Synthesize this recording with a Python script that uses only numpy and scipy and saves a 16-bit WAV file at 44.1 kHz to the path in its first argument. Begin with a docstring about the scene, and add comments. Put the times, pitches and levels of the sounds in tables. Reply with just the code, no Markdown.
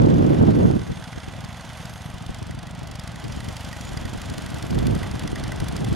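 """A small twin-cylinder tractor puffs strong-weak across tilled soil in an open field: each firing
rings the exhaust pipe and drives a jet of gas that excites the tin silencer shell. A second tractor
passes further off with a slower thump. Running gear washes beneath them, and the links of a dragged
chain harrow squeal by stick-slip friction. Turbulent gusts buffet the two microphone ports, hard at
first, then in short bursts."""
import sys
import numpy as np
from scipy import signal
from scipy.fft import rfft, irfft
from scipy.io import wavfile
from scipy.ndimage import uniform_filter1d

SR = 44100
rng = np.random.default_rng(int(sys.argv[2]) if len(sys.argv) > 2 else 0)


def store_pcm(level_fs):
    """Save levels as 16-bit WAV."""
    pcm = np.round(np.clip(level_fs, -1, 1) * 32767).astype(np.int16)
    wavfile.write(sys.argv[1], SR, np.atleast_2d(pcm).T)


N = 262395

NEAR_FIRING_HZ, FAR_FIRING_HZ = 24.55, 19.3
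THUMP_MS, SIGH_MS, GAS_MS, INTAKE_MS = -7.5, -7, -3.5, 21   # onsets from a firing's loudest moment

# Arrival of the firings against a steady beat, from speed drift and distance: time_s, lag_ms
NEAR_FIRING_LAG = [(0, -19.5), (.75, -19.5), (1.0, -17.5), (1.25, -18.4), (2.5, -14.6), (2.75, -17.8),
                   (3.5, -15.7), (3.75, -17.5), (4.25, -17.8), (4.65, -16.2), (5.0, -17.9), (5.25, -17.4),
                   (5.45, -18.9), (5.75, -17.5)]
FAR_FIRING_LAG = [(0, -17), (.8, -12), (1.2, -9), (1.6, -8.3), (2.0, -10), (2.4, -12), (2.8, -13.5),
                  (3.3, -15), (4.0, -14), (5.2, -10), (5.95, -8)]
# Course of the near engine: time_s, thump_db, puff_db, weak_cylinder_db, left_right_db
NEAR_LEVELS = [(0, -38, -48.5, 2, -30), (1.0, -34.5, -45, -1, -14), (1.5, -30.5, -42.5, -0.5, -7),
               (2.0, -32.5, -40, -3.5, -4), (2.5, -27.5, -39.5, -2.5, -3), (3.0, -31.5, -42, 2, -2),
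               (3.5, -28.5, -37.5, -2, -3.5), (4.0, -28.5, -37, -5, -4), (4.5, -27, -34, -4.5, -1),
               (5.0, -25, -34.5, -8, -4), (5.5, -33, -35.5, -1.5, -1.5), (5.95, -26, -36, -6, -4)]
# Course of the far engine: time_s, thump_db, bark_db
FAR_LEVELS = [(0, -27, -38), (1.0, -33.5, -34.5), (1.5, -37, -36.5), (2.0, -33, -38.5), (2.5, -35.5, -56),
              (3.0, -35, -38.5), (4.0, -40, -37.5), (5.0, -53, -36), (5.95, -56, -44)]
# Hardest near exhaust pops: time_s, jet_db, sizzle_db, shell_low_db, shell_middle_db, shell_top_db
HARD_POPS = [(1.042, -48, -64, -57, -53, -56), (1.409, -47, -59, -55, -55, -52),
             (1.447, -46, -59, -51, -53, -55), (1.856, -45, -58, -55, -55, -52),
             (1.897, -52, -59, -50, -55, -57), (1.937, -54, -60, -53, -53, -52),
             (2.265, -51, -62, -50, -55, -48), (2.346, -44, -60, -42, -58, -50),
             (2.428, -54, -68, -55, -41, -45), (2.51, -50, -68, -40, -44, -55),
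             (2.591, -54, -68, -42, -46, -48), (2.672, -65, -61, -42, -55, -53),
             (2.873, -54, -55, -55, -55, -51), (2.915, -40, -60, -56, -55, -53),
             (2.957, -45, -64, -58, -50, -41), (2.997, -37.5, -56, -54, -55, -41),
             (3.076, -39, -66, -41, -54, -46), (3.159, -48, -62, -43, -52, -48),
             (3.243, -54, -77, -52, -54, -39), (3.324, -60, -61, -55, -58, -42.5),
             (3.405, -52, -64, -35, -39, -53), (3.447, -54, -59, -50, -48, -47),
             (3.489, -42, -56, -39, -52, -49), (3.568, -43, -58, -43, -56, -39),
             (3.61, -57, -57, -55, -55, -55), (3.65, -64, -64, -51, -54, -42),
             (3.73, -49, -68, -36, -55, -48), (3.812, -47, -62, -48, -54, -44),
             (3.852, -52, -57, -55, -55, -53), (3.974, -48, -61, -41, -52, -39),
             (4.055, -63, -68, -39, -56, -44), (4.219, -44, -60, -48, -54, -48),
             (4.301, -47, -55, -51, -48, -38), (4.382, -40, -52, -43, -50, -46.5),
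             (4.464, -53, -56, -39, -54, -48), (4.627, -45, -57, -46, -52, -48),
             (4.709, -50, -64, -51, -50, -49), (4.79, -45, -54, -40, -40, -63),
             (4.87, -37, -68, -39, -50, -50), (4.952, -50, -60, -38, -60, -46),
             (5.033, -57, -56, -38, -50, -55), (5.114, -60, -62, -48, -52, -44),
             (5.196, -47, -50, -52, -33.5, -46), (5.277, -42, -57, -35, -39, -35),
             (5.36, -56, -57, -31, -36, -52), (5.439, -48, -55, -37, -55, -35),
             (5.521, -52, -49, -34, -51, -53), (5.603, -36, -55, -35, -56, -40),
             (5.686, -33, -43, -46, -46, -52), (5.766, -38, -51, -48, -42, -44),
             (5.847, -41, -58, -44, -36, -41)]
# Modes of the exhaust pipes, near silencer shell, and bonnet and mudguards: pitch_hz, level_db, t60_s
NEAR_PIPE_MODES = [(70.2, 1, 0.071), (119.3, -3, 0.072), (97, -11.5, 0.054), (151, -39, 0.13),
                   (179.7, -15.5, 0.58), (223, -5.5, 0.034)]
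FAR_PIPE_MODES = [(95, -21, 0.083), (114.1, 0.5, 0.14), (142, -5.5, 0.1), (162.5, 1.5, 0.092),
                  (213.4, -14.5, 0.25)]
SHELL_MODES = [(1515, -9, 0.022), (1903, -6, 0.037), (2020, -7.5, 0.038), (3280, -19, .02),
               (3470, -1, 0.013), (4420, -4.5, 0.01), (4840, -3.5, 0.024), (5280, -6, 0.014),
               (5860, -5, .012)]
PANEL_MODES = [(775, -6, 0.047), (1520, 4, 0.021), (1985, 2.5, 0.026), (3482, -4, 0.044),
               (6260, -26, 0.035)]
# Exhaust noise of the near puff, its sizzle and the far bark: frequency_hz, density_db
PUFF_SPECTRUM = [(600, -20), (1500, -3), (3000, 4.5), (5000, 1.5), (8000, 0), (11000, -2.5), (14000, -23),
                 (16000, -15)]
SIZZLE_SPECTRUM = [(8000, -30), (11000, -6), (13000, 7), (15500, -10)]
BARK_SPECTRUM = [(450, 6), (700, 4), (1500, 1.5), (2200, 5), (3500, -2.5), (6000, -7.5), (11000, -16),
                 (16000, -52)]
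# Strength of the wind on the ports: time_s, level_db
GUST_LEVELS = [(0, -11.5), (.09, -16), (.13, -14.5), (.16, -17), (.25, -15), (.36, -18.5), (.43, -13),
               (.48, -14), (.54, -19.5), (.66, -12.5), (.7, -18), (.73, -20.5), (.77, -19), (.79, -27),
               (.83, -32), (.87, -41), (.93, -34), (1.05, -52.5), (1.45, -43.5), (1.52, -61), (2.08, -52),
               (2.13, -43), (2.35, -50), (2.55, -39), (2.68, -46), (2.85, -46), (3.05, -49), (3.22, -43),
               (3.27, -36), (3.48, -41), (3.55, -48.5), (3.85, -43.5), (3.91, -36.5), (4.2, -39),
               (4.68, -36.5), (4.72, -24.5), (4.88, -23), (4.955, -22.5), (4.985, -31.5), (5.1, -35),
               (5.7, -33), (5.84, -28.5), (5.95, -29)]
# Wind noise in phase on both ports, in antiphase, and as deep rumble: frequency_hz, density_db
IN_PHASE_SPECTRUM = [(20, -31), (45, -40), (81, -1.5), (173, 1.5), (305, -4.5), (516, -17), (1470, -54),
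                     (3000, -69), (6000, -99)]
ANTIPHASE_SPECTRUM = [(20, -40), (59, -31), (124, 0), (242, 2), (436, -2), (768, -15), (1440, -27),
                      (3000, -44), (6000, -63), (12000, -110)]
RUMBLE_SPECTRUM = [(20, -43), (38, 2), (103, 7.5), (181, -1), (400, -29.5), (1000, -101)]
# Fast eddies that slap the ports and flutter: time_s, left_gain, right_gain, flutter_db
FAST_EDDIES = [(0.903, -0.3, 0.19, -25.5), (1.0, 0.054, -0.061, -46), (1.178, -0.14, 0.18, -33.5),
               (1.28, -0.17, 0.099, -35), (1.46, 0.059, -0.051, -43), (2.295, -0.19, 0.16, -37.5),
               (2.42, -0.072, 0.13, -35.5), (2.501, -0.11, 0.14, -41), (2.821, 0.13, -0.074, -41),
               (2.901, 0.054, -0.054, -32.5), (3.256, -0.12, 0.061, -32), (3.481, 0.062, 0.026, -33),
               (3.943, -0.14, 0.14, -39), (4.055, 0.17, -0.16, -30.5), (4.132, 0.013, 0.13, -42),
               (4.149, 0.11, -0.14, -44), (4.319, -0.11, -0.0017, -29), (4.391, -0.15, 0.066, -40),
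               (4.45, -0.029, 0.023, -42), (4.547, 0.15, -0.013, -30), (4.642, -0.13, 0.21, -31.5),
               (4.717, -0.16, 0.32, -26.5), (4.828, 0.2, -0.38, -30), (5.018, -0.14, 0.29, -36),
               (5.162, -0.025, 0.0017, -27), (5.253, -0.18, 0.17, -27.5), (5.331, 0.21, -0.28, -30),
               (5.405, 0.067, 0.11, -35), (5.456, 0.097, -0.1, -32), (5.63, 0.081, -0.22, -27.5),
               (5.732, 0.26, -0.097, -38), (5.926, -0.39, 0.38, -20.5)]
# Slow eddies that thud on both ports: time_s, pitch_hz, peak_db
SLOW_EDDIES = [(0.9, 60, -30), (1.168, 55, -36), (1.28, 55, -47), (2.144, 70, -25), (2.3, 45, -25),
               (2.425, 50, -36), (3.003, 45, -42), (3.325, 45, -36), (3.404, 45, -40), (3.922, 55, -26),
               (4.005, 45, -31), (4.178, 55, -27), (4.54, 55, -40), (4.826, 60, -31), (5.029, 55, -27),
               (5.167, 45, -40), (5.278, 55, -31), (5.436, 55, -25), (5.605, 55, -26), (5.758, 55, -34)]
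# Course of the wash of running gear, fans and soil: time_s, level_db, treble_db
GEAR_LEVELS = [(0.0, -38.5, -6), (0.5, -38.5, -10), (0.84, -42.5, -3.5), (1.41, -42, -5.5),
               (1.84, -40.5, -2), (2.05, -42.5, -5), (2.4, -41.5, -6), (2.7, -42.5, -13),
               (3.0, -41.5, -8.5), (3.46, -40.5, -0.5), (5.5, -37, -10), (5.95, -37.5, -3)]
# Colour of that wash: frequency_hz, density_db
GEAR_SPECTRUM = [(25, -34), (60, -17), (130, -11), (226, -17), (391, -30), (500, -20), (696, -13),
                 (1000, -18), (1490, -20), (2380, -25), (3300, -22), (3800, -27), (6500, -31), (7500, -36),
                 (10600, -38), (13000, -46), (16000, -56)]
# Squeals of the harrow links: start_s, hold_s, pitch_hz, level_db
LINK_SQUEALS = [(.2, .4, 11570, -68), (0, 1.2, 10400, -71), (.25, .12, 9150, -70), (.55, .25, 9150, -66),
                (.95, .3, 9150, -67), (1.4, .1, 9150, -71), (.7, .4, 6920, -71), (.75, .4, 11570, -73),
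                (.55, .65, 6430, -63), (.13, .04, 6180, -63), (.9, .2, 8150, -72), (1.45, .6, 6430, -66),
                (1.45, .1, 11570, -74), (1.75, .3, 11570, -67), (1.75, .35, 9150, -65),
                (1.3, .5, 6920, -71), (1.75, .3, 10400, -71), (3.2, .12, 6920, -62), (3.4, .9, 6920, -68),
                (3.8, .08, 6920, -59), (3.5, .6, 11570, -71), (3.5, .25, 9150, -73), (4.15, .1, 10400, -76),
                (4.3, .12, 6920, -63), (4.7, .5, 6920, -70), (4.55, .5, 11570, -66), (5.0, .15, 9150, -63),
                (5.3, .65, 9150, -65), (5.3, .65, 11570, -77)]


def near_engine():
    """Pulsed flow: each firing rings the pipe and releases turbulent jet noise that excites the shell."""
    thump_db, puff_db, weak_db, left_right_db = in_time(NEAR_LEVELS)
    pop_s, pop_db, sizzle_db, *_ = np.transpose(HARD_POPS)
    beat = NEAR_FIRING_HZ, NEAR_FIRING_LAG
    pulses = firings(*beat, THUMP_MS, spread_db=2.5, alternate_db=-1)
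    thump = amp(thump_db) * pipe_thump(pulses, NEAR_PIPE_MODES, open_end_hz=60)
    slugs = amp(puff_db) * firings(*beat, GAS_MS, spread_db=0, alternate_db=weak_db - 2.5)
    jet = burst(slugs + at_times(pop_s - .003, amp(pop_db)), rise_ms=2.1, fall_ms=2.16)
    # The weak cylinder sighs; the intake rattles after the strong one.
    sigh = burst(firings(*beat, SIGH_MS, spread_db=2, alternate_db=18.5), rise_ms=4, fall_ms=7.4)
    intake = burst(firings(*beat, INTAKE_MS, spread_db=5.5, alternate_db=-6), rise_ms=2.5, fall_ms=6.4)
    flow = jet + amp(puff_db - 31.5) * sigh + amp(puff_db - 15) * intake
    hiss = flow * stereo_noise(PUFF_SPECTRUM, side_db=-10.5)
    dull = lowpass(hiss, 9000, order=2)
    gas = dull + amp(-26) * shaken(jet, SHELL_MODES) + amp(-23) * shell_clinks()
    sizzle = burst(at_times(pop_s - .0025, amp(sizzle_db)), rise_ms=1.5, fall_ms=2.2)
    sizzle = sizzle * stereo_noise(SIZZLE_SPECTRUM, side_db=-10)
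    closeness = amp(np.minimum(0.52 * (puff_db + 41.5), 0))   # the jet's top is heard only close by
    top = (closeness * (hiss - dull) + sizzle) * pan(0.71, 0.41 * left_right_db)
    return port_delay(thump, slope_db=28) + gas * pan(0.68, left_right_db) + top


def firings(firing_hz, lag, shift_ms, spread_db, alternate_db=0):
    """Combustion as an impulse train of random strengths, with every second one offset in level."""
    lag_ms, = in_time(lag)
    engine_s = np.arange(N) / SR - (lag_ms + shift_ms) / 1000
    number = np.floor(engine_s * firing_hz).astype(int) + 4
    strength = amp(spread_db * rng.uniform(-1, 1, 200)[number] + alternate_db * (number % 2))
    return strength * (np.diff(number, prepend=number[0]) > 0)


def pipe_thump(clicks, modes, open_end_hz):
    """Pipe resonance: the silencer absorbs the treble and the open end radiates little deep bass."""
    rung = sum(amp(db) * ring(clicks, hz, t60) for hz, db, t60 in modes)
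    silenced = lowpass(rung, 270, order=4)
    return signal.sosfilt(signal.butter(3, open_end_hz, "high", fs=SR, output="sos"), silenced)


def shell_clinks():
    """Resonant forcing: a hard pop briefly drives each shell mode, favouring low, middle or top ones."""
    pop_s, _, _, *band_db = np.transpose(HARD_POPS)
    scatter_db = 3.9 * rng.standard_normal((len(pop_s), len(SHELL_MODES)))
    clinks = 0
    for k, (hz, db, t60) in enumerate(SHELL_MODES):
        band = (hz > 3000) + (hz > 4000)
        knocks = at_times(pop_s - .002, amp(band_db[band] + db + scatter_db[:, k]))
        force = burst(knocks, rise_ms=0.66, fall_ms=0.91) * np.cos(2 * np.pi * hz * np.arange(N) / SR)
        clinks = clinks + ring(force, hz, t60)
    return clinks


def far_engine():
    """Pipe resonance at a slower firing rate, with a duller bark of gas that forces the panels to ring."""
    thump_db, bark_db = in_time(FAR_LEVELS)
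    beat = FAR_FIRING_HZ, FAR_FIRING_LAG
    pulses = firings(*beat, THUMP_MS, spread_db=4)
    thump = amp(thump_db) * pipe_thump(pulses, FAR_PIPE_MODES, open_end_hz=77)
    bark = burst(firings(*beat, GAS_MS, spread_db=1.5), rise_ms=1.4, fall_ms=4.5)
    gas = bark * stereo_noise(BARK_SPECTRUM, side_db=-15)
    panels = amp(-32.5) * shaken(bark + 0.53, PANEL_MODES)
    return port_delay(thump, slope_db=25.5) + amp(bark_db) * (gas + panels) * pan(0.59, -5)[:, None]


def wind_roar():
    """Turbulent pressure meets the ports in lumps: mostly in phase in the bass, in antiphase above."""
    steady_db, = in_time(GUST_LEVELS)
    flutters_db = [swell_db(s, 0, db, rise_db_per_s=348, fall_db_per_s=308) for s, *_, db in FAST_EDDIES]
    gust_db = np.maximum(steady_db, np.max(flutters_db, axis=0))
    # Strong wind leans right and trades rumble for in-phase roar.
    left_right_db = np.interp(steady_db, [-56.5, -23], [7.5, -3])
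    rumble_db = np.interp(steady_db, [-21.5, -18], [2.5, -8.5])
    in_phase_db = np.interp(steady_db, [-21.5, -18], [-3, 2.3])
    weakness = np.clip((-36.5 - gust_db) / 25, 0, 1)
    lumps = amp((3 + 15.6 * weakness) * drift(83))   # weak gusts are spikier
    lumps = lumps / np.sqrt(uniform_filter1d(lumps ** 2, size=4410))
    in_phase, antiphase, rumble = rng.standard_normal((3, N)) * lumps
    mid = amp(in_phase_db - 6 * weakness) * coloured(in_phase, IN_PHASE_SPECTRUM)
    mid = mid + amp(rumble_db) * coloured(rumble, RUMBLE_SPECTRUM)
    evenness, overload = 0.27, 0.42   # hard wind evens out its quick swings and flattens at the ports
    power_swing = uniform_filter1d(mid ** 2, size=661) / uniform_filter1d(mid ** 2, size=8820)
    mid = mid * (power_swing + 0.07) ** (-evenness / 2 * (1 - weakness))
    mid = overload / amp(gust_db) * np.tanh(mid * amp(gust_db) / overload)
    side = amp(-1) * coloured(antiphase, ANTIPHASE_SPECTRUM)
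    side = side + amp(rumble_db - 12) * coloured(antiphase, RUMBLE_SPECTRUM)
    roar = port_delay(mid, slope_db=26.5) + side * [[1], [-1]]
    return lowpass(amp(gust_db) * roar * pan(0.84, left_right_db), 3500, order=2)


def eddy_slaps():
    """A fast eddy is a pressure transient: a short push balanced by a slow swing back."""
    s, left, right, _ = np.transpose(FAST_EDDIES)
    push_ms, swing_ms = 0.82, 4.5
    t_ms = np.arange(-440, 441) * 1000 / SR
    pulse = np.exp(-(t_ms / push_ms) ** 2) - push_ms / swing_ms * np.exp(-(t_ms / swing_ms) ** 2)
    return np.array([signal.fftconvolve(at_times(s, gains), pulse, "same") for gains in (left, right)])


def eddy_thuds():
    """A slow eddy is a wave packet: about one cycle of pressure under a Gaussian envelope."""
    thuds, reach = np.zeros(N + SR), np.arange(-2000, 2000)
    for s, hz, db in SLOW_EDDIES:
        cycles = reach / SR * hz
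        envelope = amp(db) * np.exp(-(cycles / 0.52) ** 2)
        thuds[int(s * SR) + reach] += envelope * np.cos(2 * np.pi * cycles)
    return thuds[:N]


def running_gear():
    """Broadband noise of gear, fans and soil flickers quickly over a resonant hum of the panels."""
    level_db, treble_db = in_time(GEAR_LEVELS)
    wash = stereo_noise(GEAR_SPECTRUM, side_db=-22) * amp(1.52 * drift(68))
    dull = lowpass(wash, 4000, order=1)
    hum = amp(-16) * rms_one(shaken(amp(0.56 * drift(29)), PANEL_MODES))
    gear = dull + amp(treble_db) * (wash - dull) + hum   # brighter when a tractor faces the microphone
    bass = lowpass(gear, 1200, order=1)
    return amp(level_db) * (bass + (gear - bass) * pan(0.89, -4)[:, None])


def harrow_links():
    """Stick-slip friction: many small uneven slips keep each resonance ringing while it squeals."""
    slips_per_s, squeals = 1500, 0
    for hz in sorted({row[2] for row in LINK_SQUEALS}):
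        level = sum(amp(swell_db(s, hold_s, db, rise_db_per_s=90, fall_db_per_s=90))
                    for s, hold_s, pitch_hz, db in LINK_SQUEALS if pitch_hz == hz)
        slips = (rng.random(N) < slips_per_s / SR) * rng.standard_normal(N)
        squeals = squeals + level * amp(2.5 * drift(30)) * rms_one(ring(slips, hz, t60=.045))
    return pan(squeals, left_right_db=0.5)


def ring(drive, hz, t60):
    """Damped oscillator: a unit impulse starts a decaying sine of height 1."""
    r, w = amp(-60 / (t60 * SR)), 2 * np.pi * hz / SR
    return signal.lfilter([0, np.sin(w)], [1, -2 * r * np.cos(w), r * r], drive + 1e-18)


def shaken(envelope, modes):
    """Random forcing: independent noise under one envelope drives each mode."""
    noises = rng.standard_normal((len(modes), N))
    return sum(amp(db) * ring(envelope * noise, hz, t60) for (hz, db, t60), noise in zip(modes, noises))


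def burst(clicks, rise_ms, fall_ms):
    """Convolution gives each click a smooth attack and an exponential decay."""
    t_ms = np.arange(int(.04 * SR)) * 1000 / SR
    shape = (1 - np.exp(-t_ms / rise_ms)) ** 2 * np.exp(-t_ms / fall_ms)
    return signal.fftconvolve(clicks, shape / shape.max())[:N]


def swell_db(start_s, hold_s, level_db, rise_db_per_s, fall_db_per_s):
    """Exponential growth and decay around a hold: straight lines in decibels, a second each."""
    corners_s = [start_s - 1, start_s, start_s + hold_s, start_s + hold_s + 1]
    corners_db = [level_db - rise_db_per_s, level_db, level_db, level_db - fall_db_per_s]
    return np.interp(np.arange(N) / SR, corners_s, corners_db)


def port_delay(bass, slope_db):
    """Path difference: bass reaches the far port late, so the two differ by the wave's slope."""
    return bass + amp(slope_db) * np.gradient(bass) * [[1], [-1]]


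def pan(x, left_right_db):
    """A level difference places the sound between the channels."""
    return np.array([x * amp(left_right_db / 2), x * amp(-left_right_db / 2)])


def stereo_noise(spectrum, side_db):
    """Partly coherent noise: a common signal plus a weaker one in antiphase."""
    mid, side = coloured(rng.standard_normal((2, N)), spectrum)
    return mid + amp(side_db) * side * [[1], [-1]]


def coloured(x, spectrum):
    """Spectral shaping: unit white noise comes out with this spectrum at rms 1."""
    hz = np.maximum(np.fft.rfftfreq(N, 1 / SR), 1)
    hz_points, db_points = np.transpose(spectrum)
    gain = amp(np.interp(np.log(hz), np.log(hz_points), db_points))
    return irfft(rfft(x) * rms_one(gain), N)


def drift(rate_hz):
    """Random modulation at rms 1: noise passed twice through a one-pole low-pass."""
    r = np.exp(-2 * np.pi * rate_hz / SR)
    return rms_one(signal.lfilter([1], [1, -2 * r, r * r], rng.standard_normal(N + SR))[SR:])


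def lowpass(x, hz, order):
    """Maximally flat low-pass filter."""
    return signal.sosfilt(signal.butter(order, hz, fs=SR, output="sos"), x)


def at_times(seconds, sizes):
    """Impulses of these sizes at these moments."""
    clicks = np.zeros(N)
    clicks[(np.asarray(seconds) * SR).astype(int)] = sizes
    return clicks


def in_time(rows):
    """Linear interpolation of each column against the first, sample by sample."""
    s, *columns = np.transpose(rows)
    return [np.interp(np.arange(N) / SR, s, column) for column in columns]


def amp(db):
    """Decibels to amplitude ratio."""
    return 10 ** (np.asarray(db) / 20)


def rms_one(x):
    """Normalisation to unit rms."""
    return x / np.sqrt(np.mean(x ** 2) + 1e-20)


def scene():
    """Superposition of both tractors, the harrow and the wind."""
    machines = near_engine() + far_engine() + running_gear() + harrow_links()
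    return machines + wind_roar() + eddy_slaps() + eddy_thuds()


def record(dry):
    """Soft saturation rounds the peaks; a steep low-pass limits the bandwidth."""
    ceiling, cutoff_hz = .95, 15850
    rounded = ceiling * np.tanh(dry / ceiling)
    return signal.sosfilt(signal.ellip(14, .5, 100, cutoff_hz, fs=SR, output="sos"), rounded)


dry = scene()
out = record(dry)
store_pcm(out)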